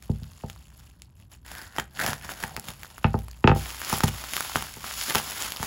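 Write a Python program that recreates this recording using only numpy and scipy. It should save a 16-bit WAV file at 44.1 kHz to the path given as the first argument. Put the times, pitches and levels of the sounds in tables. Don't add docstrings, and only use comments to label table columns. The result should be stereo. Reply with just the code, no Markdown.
import sys
import numpy as np
from scipy import signal
from scipy.fft import rfft, irfft, next_fast_len
from scipy.io import wavfile
from scipy.ndimage import uniform_filter1d

SR = 44100
rng = np.random.default_rng(int(sys.argv[2]) if len(sys.argv) > 2 else 0)


def inscribe(sig):
    pcm = np.round(np.clip(np.atleast_2d(sig).T, -1, 1) * 32767)
    wavfile.write(sys.argv[1], SR, pcm.astype(np.int16))


N = 249606
TIME = np.arange(N) / SR


# peak t/s, build-up/s, fade/s, fizz level/dB, body level compared with the fizz/dB
TUGS = [(3.62, .12, 0.23, -40, -1), (3.941, 0.076, 0.053, -31.5, -1.5), (4.039, 0.0038, 0.0076, -26, 0.5),
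        (4.082, 0.009, 0.0073, -31, -1), (4.25, 0.16, 0.062, -39.5, -1), (4.36, 0.045, 0.2, -33.5, -4.5),
        (4.57, 0.038, 0.092, -39.5, 1), (4.86, 0.029, 0.077, -37, -0.5), (5.02, 0.082, 0.17, -32, -10),
        (5.1, 0.018, 0.025, -33.5, 5), (5.17, 0.024, 0.036, -29.5, 1.5), (5.28, 0.046, .07, -36.5, -2),
        (5.45, 0.096, 0.063, -33, -1.5), (5.65, 0.049, .05, -34.5, -2)]
def tug_strength(start_s=3.547, slide_fizz_db=-48.5, slide_body_db=-50.5, swell_db=6.5):
    tugs = np.array(TUGS)
    fizz = np.hypot(amp(slide_fizz_db), hand_moves(tugs[:, :3], tugs[:, 3], swell_db))
    body = np.hypot(amp(slide_body_db), hand_moves(tugs[:, :3], tugs[:, 3] + tugs[:, 4], swell_db))
    return touching(start_s) * np.array([fizz, body])


# f/Hz, level/dB
FIZZ_TONE = [(300, -51), (1200, -3.5), (2600, 0), (4800, 1), (6000, 0), (8000, 0), (12000, 0.5),
             (16000, -3.5)]
BODY_TONE = [(50, -57), (150, -3), (500, -6), (1200, -2.5), (2400, -4.5), (4000, -9.5), (8000, -29.5)]
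def bag_drag():
    fizz_gain, body_gain = tug_strength()
    activity = clumps(depth_db=1.7, hz=107)
    fine = unit_rms(buckles(per_s=14000, spread_db=1, limit=9.6) * activity)
    rub = unit_rms(buckles(per_s=14000, spread_db=1, limit=9.6) * activity)
    large_clicks = buckles(per_s=650, spread_db=4, limit=4.9)
    coarse = unit_rms(facets(large_clicks, sharpness=1.36) * activity)
    fizz = unit_rms(colour(fine + amp(-5) * coarse, FIZZ_TONE)) * fizz_gain
    body = unit_rms(colour(coarse + amp(-1) * rub, BODY_TONE)) * body_gain
    return amp(1) * fizz + amp(-1) * body


# t/s, relative pop level/dB, pop f/Hz, relative tick level/dB
LOUD_CREASES = [(.0252, -47, 2330, -44), (.2335, -65, 2070, -44), (.4993, -36, 2720, -37.5),
                (1.02, -46, 2870, -40.5), (1.4637, -48, 990, -43), (1.764, -33, 1710, -38),
                (1.7843, -24, 1650, -32), (1.7985, -24, 1680, -25.5), (2.1321, -25, 1590, -30),
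                (2.2922, -29, 1560, -50), (2.4378, -21.5, 1720, -32), (2.5654, -29, 2050, -27.5),
                (2.5968, -44, 2080, -31), (2.8328, -35.5, 1910, -33.5), (2.8471, -37.5, 1470, -49),
                (2.981, -37, 1390, -42), (3.19, -40, 710, -40.5), (3.2834, -41, 1130, -41.5),
                (3.3129, -67, 3030, -41.5), (3.7045, -34, 2700, -36), (3.817, -31, 1480, -31.5),
                (3.8481, -38.5, 1460, -28.5), (3.9015, -26.5, 1270, -37), (3.9286, -21, 1120, -24),
                (3.938, -23.5, 1160, -28), (4.006, -22.5, 1350, -27), (4.036, -26, 1210, -24.5),
                (4.0808, -26, 2940, -30), (4.2398, -30.5, 1350, -36), (4.3356, -24.5, 2430, -25),
                (4.3666, -25, 1890, -21), (4.407, -24.5, 1420, -23.5), (4.497, -53, 3060, -39),
                (4.5578, -13.5, 1400, -30), (4.571, -27.5, 1290, -35), (4.6242, -27.5, 1260, -28),
                (4.8429, -29.5, 1230, -45.5), (5.0145, -39, 2290, -35), (5.0985, -26, 1940, -23),
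                (5.107, -25, 1800, -25.5), (5.1495, -19, 1470, -20.5), (5.1553, -19.5, 1300, -16.5),
                (5.1828, -35, 1610, -25), (5.423, -50, 2060, -27), (5.5211, -27, 3270, -27),
                (5.563, -36, 1290, -32), (5.5705, -57, 2630, -31.5), (5.629, -24, 1100, -29)]
def crease_snaps(pop_cycles=0.92, tick_s=0.00053, shiver_s=0.006):
    out, t = np.zeros(N), np.arange(SR // 25) / SR
    for start, pop_db, hz, tick_db in [*LOUD_CREASES, *small_creases()]:
        crack_noise, shiver_noise = rng.standard_normal((2, len(t)))
        pop = unit_energy(np.sin(2 * np.pi * hz * t) * np.exp(-t * hz / pop_cycles))
        spike = np.roll(t == 0, round(SR * tick_s / 2))
        crack = unit_energy(crack_noise * np.exp(-t / tick_s)) + amp(-8.5) * spike
        tick = unit_energy(colour(crack, FIZZ_TONE))
        shiver = unit_energy(colour(shiver_noise * np.exp(-t / shiver_s), BAG_TONE))
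        add(out, start, amp(pop_db + 19.5) * (pop + amp(-8) * shiver) + amp(tick_db + 21.5) * tick)
    return out


def small_creases(count=200, per_s=16, middle_hz=1800, spread_octaves=0.59):
    wait, pop, pitch, tick = rng.random((count, 4)).T * 2
    times = np.cumsum(wait) / per_s
    effort = np.hypot(amp(4.5) * grip_strength(), tug_strength()[0])
    effort_db = 20 * np.log10(np.interp(times, TIME, effort))
    pop_db = effort_db - 3 + 6 * (pop - 1)
    tick_db = effort_db + 1 + 3 * (tick - 1)
    hz = middle_hz * 2 ** (spread_octaves * (pitch - 1))
    return np.c_[times, pop_db, hz, tick_db][times < N / SR]


# rasp/dB, crackle/dB, scrape/dB
STROKES = [(1.586, .13, 0.096, -39, -44, -60), (1.79, 0.049, 0.043, -38, -44.5, -50.5),
           (2.015, 0.032, 0.098, -29.5, -32, -39), (2.085, 0.073, 0.053, -31, -32.5, -37.5),
           (2.245, .025, 0.038, -38, -41.5, -51), (2.305, 0.024, 0.028, -35, -36, -45),
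           (2.43, 0.097, 0.07, -40.5, -41.5, -54.5), (2.55, 0.075, .04, -62, -53, -46.5),
           (2.691, 0.044, 0.029, -47, -39, -51)]
RASP_COLUMN, CRACKLE_COLUMN, SCRAPE_COLUMN = 3, 4, 5
def cut_strength(column, start_s=1.447):
    strokes = np.array(STROKES)
    return touching(start_s) * hand_moves(strokes[:, :3], strokes[:, column], swell_db=9.5)


# t/s, relative level/dB
BLADE_SLIPS = [(1.9932, -7.5), (2.0013, -8.5), (2.0131, -8), (2.0253, -12)]
def scissor_rasp(ring_hz=1680, width_hz=560):
    edges_hz = [ring_hz - width_hz / 2, ring_hz + width_hz / 2]
    band = signal.butter(2, edges_hz, "band", fs=SR, output="sos")
    rasp = unit_rms(signal.sosfilt(band, buckles(per_s=3500, spread_db=2, limit=1.4)))
    out = amp(-8) * rasp * cut_strength(RASP_COLUMN)
    ring = unit_peak(signal.sosfilt(band, signal.unit_impulse(SR // 50)))
    for start, db in BLADE_SLIPS:
        add(out, start, amp(db - 8) * ring)
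    return out


# t/s, level/dB
CLACKS = [(1.784, -15.5), (1.7962, -25)]
# f/Hz, relative level/dB, time to fade by 60 dB/s
BLADE_NOTES = [(880, -20, 0.045), (1680, -8, 0.039), (1890, 2, .04), (3136, 3, 0.018)]
def scissor_clacks():
    out, t = np.zeros(N), np.arange(SR // 8) / SR
    ring = sum(amp(db - 60 * t / fade_s) * np.sin(2 * np.pi * hz * t) for hz, db, fade_s in BLADE_NOTES)
    for start, db in CLACKS:
        add(out, start, amp(db) * unit_peak(ring))
    return out


# f/Hz, level/dB
PARCEL_TONE = [(50, -38), (130, 7.5), (250, -6), (450, -5), (750, 5.5), (1200, -15), (2500, -21.5),
               (6000, -28)]
def parcel_scrape():
    grains = unit_rms(colour(buckles(per_s=600, spread_db=6.5, limit=2.4), PARCEL_TONE))
    return amp(-1) * grains * cut_strength(SCRAPE_COLUMN)


# t/s, relative level/dB, contact time/ms, extra bass/dB, extra hollow note/dB
KNOCKS = [(.094, -9.5, 2.05, 4.5, -0.5), (.217, -19.5, 2.9, 1, -14), (.436, -11.5, 1.58, -5.5, -7.5),
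          (1.7829, -11, 0.47, -15, 3), (2.043, -14, 0.3, -8, -7), (2.084, -18, 0.3, 0.5, 0),
          (2.436, -13, 0.54, -10, -8), (2.574, -22, 0.34, -4, 1), (2.683, -24.5, 0.3, -1, -12),
          (3.0437, -2.5, 0.31, 2, -4.5), (3.1415, -6.5, 0.9, -0.5, 0.5), (3.4416, -3.5, 0.37, 4, 10),
          (3.475, 4, 0.22, -16, 6), (3.495, -4.5, 0.47, 2.5, -2), (3.515, -3, 0.53, -5.5, 4),
          (3.56, -8.5, 1.4, -15.5, 2), (3.925, -10.5, .78, -2.5, 2.5), (4.034, -7.5, 0.78, 5, 1.5),
          (4.079, -14, 2.4, -18, 2), (4.557, -16.5, 0.17, -1.5, 4), (4.767, -27.5, 0.64, -3.5, 3),
          (5.152, -6, 0.69, -11, 3), (5.597, -22.5, 0.47, 3.5, -7), (5.629, -19, 0.37, -9, -3)]
# f/Hz, relative level/dB, time to fade by 60 dB/s
TABLE_NOTES = [(59.7, -22, 0.7), (82.4, -19.5, 0.23), (92.4, -13.5, 0.26), (111.8, -18.5, 0.28),
               (147.3, -17.5, 0.32), (155.8, -34, 0.22), (189, -29.5, 0.27), (216, -15.5, .2),
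               (247, -39, 0.35), (330, -25.5, 0.086), (350, -28.5, 0.18), (406.3, -21, 0.11),
               (444, -47, 0.17), (485.5, -18.5, 0.061), (622, -33, 0.21), (669.5, -22, 0.09),
               (794, -22, 0.14), (866.6, -17, 0.085), (910, -62, 0.092), (1234, -14.5, 0.034),
               (1350, -35, 0.051), (1480, -29, 0.13), (1800, -58, 0.055), (2575, -3.5, 0.013)]
# f/Hz, level/dB
THUD_TONE = [(25, -38), (55, -16.5), (95, 11.5), (200, 3), (300, -14), (420, -6.5), (600, -29),
             (850, -14.5), (1350, -18.5), (1800, -11.5), (2700, -18), (4500, -24), (9000, -27.5)]
def table_knocks(rattle_fade_s=0.12, hollow_hz=350, hollow_width_hz=130):
    t, hz = np.arange(SR) / SR, np.fft.rfftfreq(SR, 1 / SR)
    notes = sum(amp(db - 60 * t / fade_s) * np.cos(2 * np.pi * f * t) for f, db, fade_s in TABLE_NOTES)
    ring = amp(-3.5) * rfft(notes) / (1 + (hz / 2600) ** 4)
    thud = amp(22) * rfft(shaped_click(THUD_TONE), SR)
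    delay_s = 0.0085 / np.sqrt(1 + (hz / 260) ** 2.6)
    bending = np.exp(-2j * np.pi * np.cumsum(delay_s))
    bass = 1 / (1 + (hz / 280) ** 4)
    hollow = np.exp(-((hz - hollow_hz) / hollow_width_hz) ** 2)
    out = np.zeros(N)
    for start, db, contact_ms, bass_db, hollow_db in KNOCKS:
        rattle = rfft(unit_energy(rng.standard_normal(SR) * amp(-60 * t / rattle_fade_s)))
        softness = 1j * hz * contact_ms / 1000
        muffle = 1 / ((1 + softness) * (1 + softness + softness ** 2))
        knock = (thud * (1 + rattle * (1 - bass)) + ring) * bending * muffle
        gain = amp(db + bass_db * bass + hollow_db * hollow)
        add(out, start, irfft(knock * gain, SR)[:3 * SR // 4])
    return cut_bass(out, hz=40)


# peak t/s, build-up/s, fade/s, relative level/dB
SQUEEZES = [(.045, 0.044, 0.049, -55), (.25, 0.3, 0.52, -58), (.51, 0.17, 0.15, -58),
            (.79, 0.074, 0.15, -58), (1.21, 0.036, 0.044, -60), (1.328, .015, 0.033, -52.5),
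            (2.7, 0.28, 0.3, -53), (2.93, 0.25, 0.75, -54.5)]
def grip_strength(resting_db=-75):
    squeezes = np.array(SQUEEZES)
    hand = hand_moves(squeezes[:, :3], squeezes[:, 3], swell_db=8.5)
    return np.sqrt(amp(resting_db) ** 2 + hand ** 2 + cut_strength(CRACKLE_COLUMN) ** 2)


# f/Hz, level/dB
BAG_TONE = [(50, -45), (150, 9), (400, 1.5), (800, 2.5), (1700, 0), (3000, -0.5), (6000, -3.5), (11000, -1),
            (16000, -7)]
def bag_crackle():
    grip = grip_strength()
    sparse = facets(buckles(per_s=300, spread_db=3.5, limit=3.6), sharpness=5.9)
    dense = buckles(per_s=7000, spread_db=0.5, limit=5.4) * clumps(depth_db=3.5, hz=124)
    effort = grip / (grip + amp(-65.5))
    ticks = amp(-2) * np.sqrt(1 - 0.98 * effort) * unit_rms(colour(sparse, BAG_TONE))
    rasp = amp(2) * np.sqrt(0.035 + 0.28 * effort) * unit_rms(colour(dense, BAG_TONE))
    return amp(3.5) * grip * (ticks + rasp)


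# f/Hz, time to fade by 60 dB/s
ECHO_FADE = [(100, 0.38), (1000, 0.2), (4000, .2), (16000, 0.077)]
def room_echo(x, near_db=-10.5, far_db=-14, near_s=0.00077):
    t = np.arange(SR // 2) / SR
    near, far = rng.standard_normal((2, 2, len(t)))
    near = near * np.exp(-t / near_s) * (t > 0.0004)
    hz, when, bands = signal.stft(far * (t > 0.005), SR, nperseg=256)
    fade = amp(-60 * when / value_at(ECHO_FADE, hz)[:, None])
    far = signal.istft(bands * fade, SR, nperseg=256)[1][:, :len(t)]
    echo = sum(amp(db) * part / np.linalg.norm(part, axis=1, keepdims=True)
               for db, part in [(near_db, near), (far_db, far)])
    echo = cut_bass(echo, hz=350)
    return x + signal.fftconvolve(x, echo, axes=1)[:, :N]


# f/Hz, level/dB
RUMBLE_TONE = [(20, -38), (40, -6), (60, 6), (90, -1), (150, -7), (300, -20.5), (600, -34.5), (1200, -38),
               (3000, -61), (16000, -95)]
def room_rumble():
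    return amp(-51.5) * unit_rms(colour(rng.standard_normal(N), RUMBLE_TONE))


def buckles(per_s, spread_db, limit):
    size = amp(spread_db * np.minimum(rng.exponential(1, N), limit))
    return size * rng.choice([-1, 1], N) * (rng.random(N) < per_s / SR)


def clumps(depth_db, hz):
    slow = signal.sosfilt(signal.butter(2, hz, fs=SR, output="sos"), rng.standard_normal(N))
    return amp(depth_db * unit_rms(slow))


def facets(clicks, sharpness, count=7):
    patch = rng.integers(0, count, N)
    return sum((-1) ** k * signal.lfilter(*signal.iirpeak(hz, sharpness, SR), clicks * (patch == k))
               for k, hz in enumerate(np.geomspace(600, 12000, count)))


def hand_moves(timing, levels_db, swell_db, roundness=1.43):
    power = np.zeros(N)
    for (peak, build, fade), db in zip(timing, levels_db):
        away = np.maximum((peak - TIME) / build, (TIME - peak) / fade)
        near = away < 6
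        power[near] += amp(db - swell_db * away[near] ** roundness) ** 2
    return np.sqrt(power)


def touching(start_s, rise_s=0.0022):
    return np.clip((TIME - start_s) / rise_s, 0, 1)


def spread(x):
    pan = 0.28 * unit_rms(uniform_filter1d(rng.standard_normal(N), 70))
    return x * np.array([1 + pan, 1 - pan])


def amp(db):
    return 10 ** (np.asarray(db) / 20)


def unit_rms(x):
    return x / np.sqrt(np.mean(x ** 2) + 1e-20)


def unit_peak(x):
    return x / (abs(x).max() + 1e-20)


def unit_energy(x):
    return x / np.linalg.norm(x)


def value_at(points, hz):
    f, value = np.transpose(points)
    return np.interp(np.log(hz + 1), np.log(f + 1), value)


def add(mix, start_s, sound):
    part = mix[max(round(start_s * SR), 0):][:len(sound)]
    part += sound[:len(part)]


def shaped_click(tone, size=4096):
    log_gain = np.log(amp(value_at(tone, abs(np.fft.fftfreq(size, 1 / SR)))))
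    return np.fft.ifft(np.exp(np.conj(signal.hilbert(log_gain)))).real


def colour(x, tone):
    return signal.oaconvolve(x, shaped_click(tone))[:len(x)]


def cut_bass(x, hz):
    return signal.sosfilt(signal.butter(2, hz, "high", fs=SR, output="sos"), x)


def scene():
    knocks = table_knocks()
    rustle = spread(bag_drag() + bag_crackle() + scissor_rasp() + parcel_scrape())
    return room_echo(rustle + crease_snaps() + scissor_clacks() + knocks + room_rumble())


# f/Hz, phase/rad
LEFT_LEAD = [(0, 0), (1720, -0.1), (3100, 0.3), (3790, 0.1), (7490, -0.0), (8440, -3.0), (9560, -3.3),
             (10400, -6.1), (11600, -6.4), (12500, -9.2), (13700, -9.5), (14200, -10.7), (14600, -12.4),
             (16500, -12.7)]
# f/Hz, level/dB
LEFT_BALANCE = [(60, 0.5), (110, -2.2), (200, 5), (380, -4.5), (700, 3), (1290, 1.3), (2380, 1.6),
                (4400, 2.5), (8120, 0.4), (15000, 0.0)]
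def record(dry, top_hz=15900):
    size = next_fast_len(N + SR // 10)
    hz = np.fft.rfftfreq(size, 1 / SR)
    lead = np.interp(hz, *np.transpose(LEFT_LEAD))
    tilt = amp(value_at(LEFT_BALANCE, hz) / 2)
    openings = np.array([tilt * np.exp(1j * lead), 1 / tilt])
    stereo = irfft(rfft(dry, size) * openings, size)[:, :N]
    treble_cut = signal.firwin(511, top_hz, window=("kaiser", 9), fs=SR)
    return signal.oaconvolve(stereo, treble_cut[None], "same")


dry = scene()
out = record(dry)
inscribe(out)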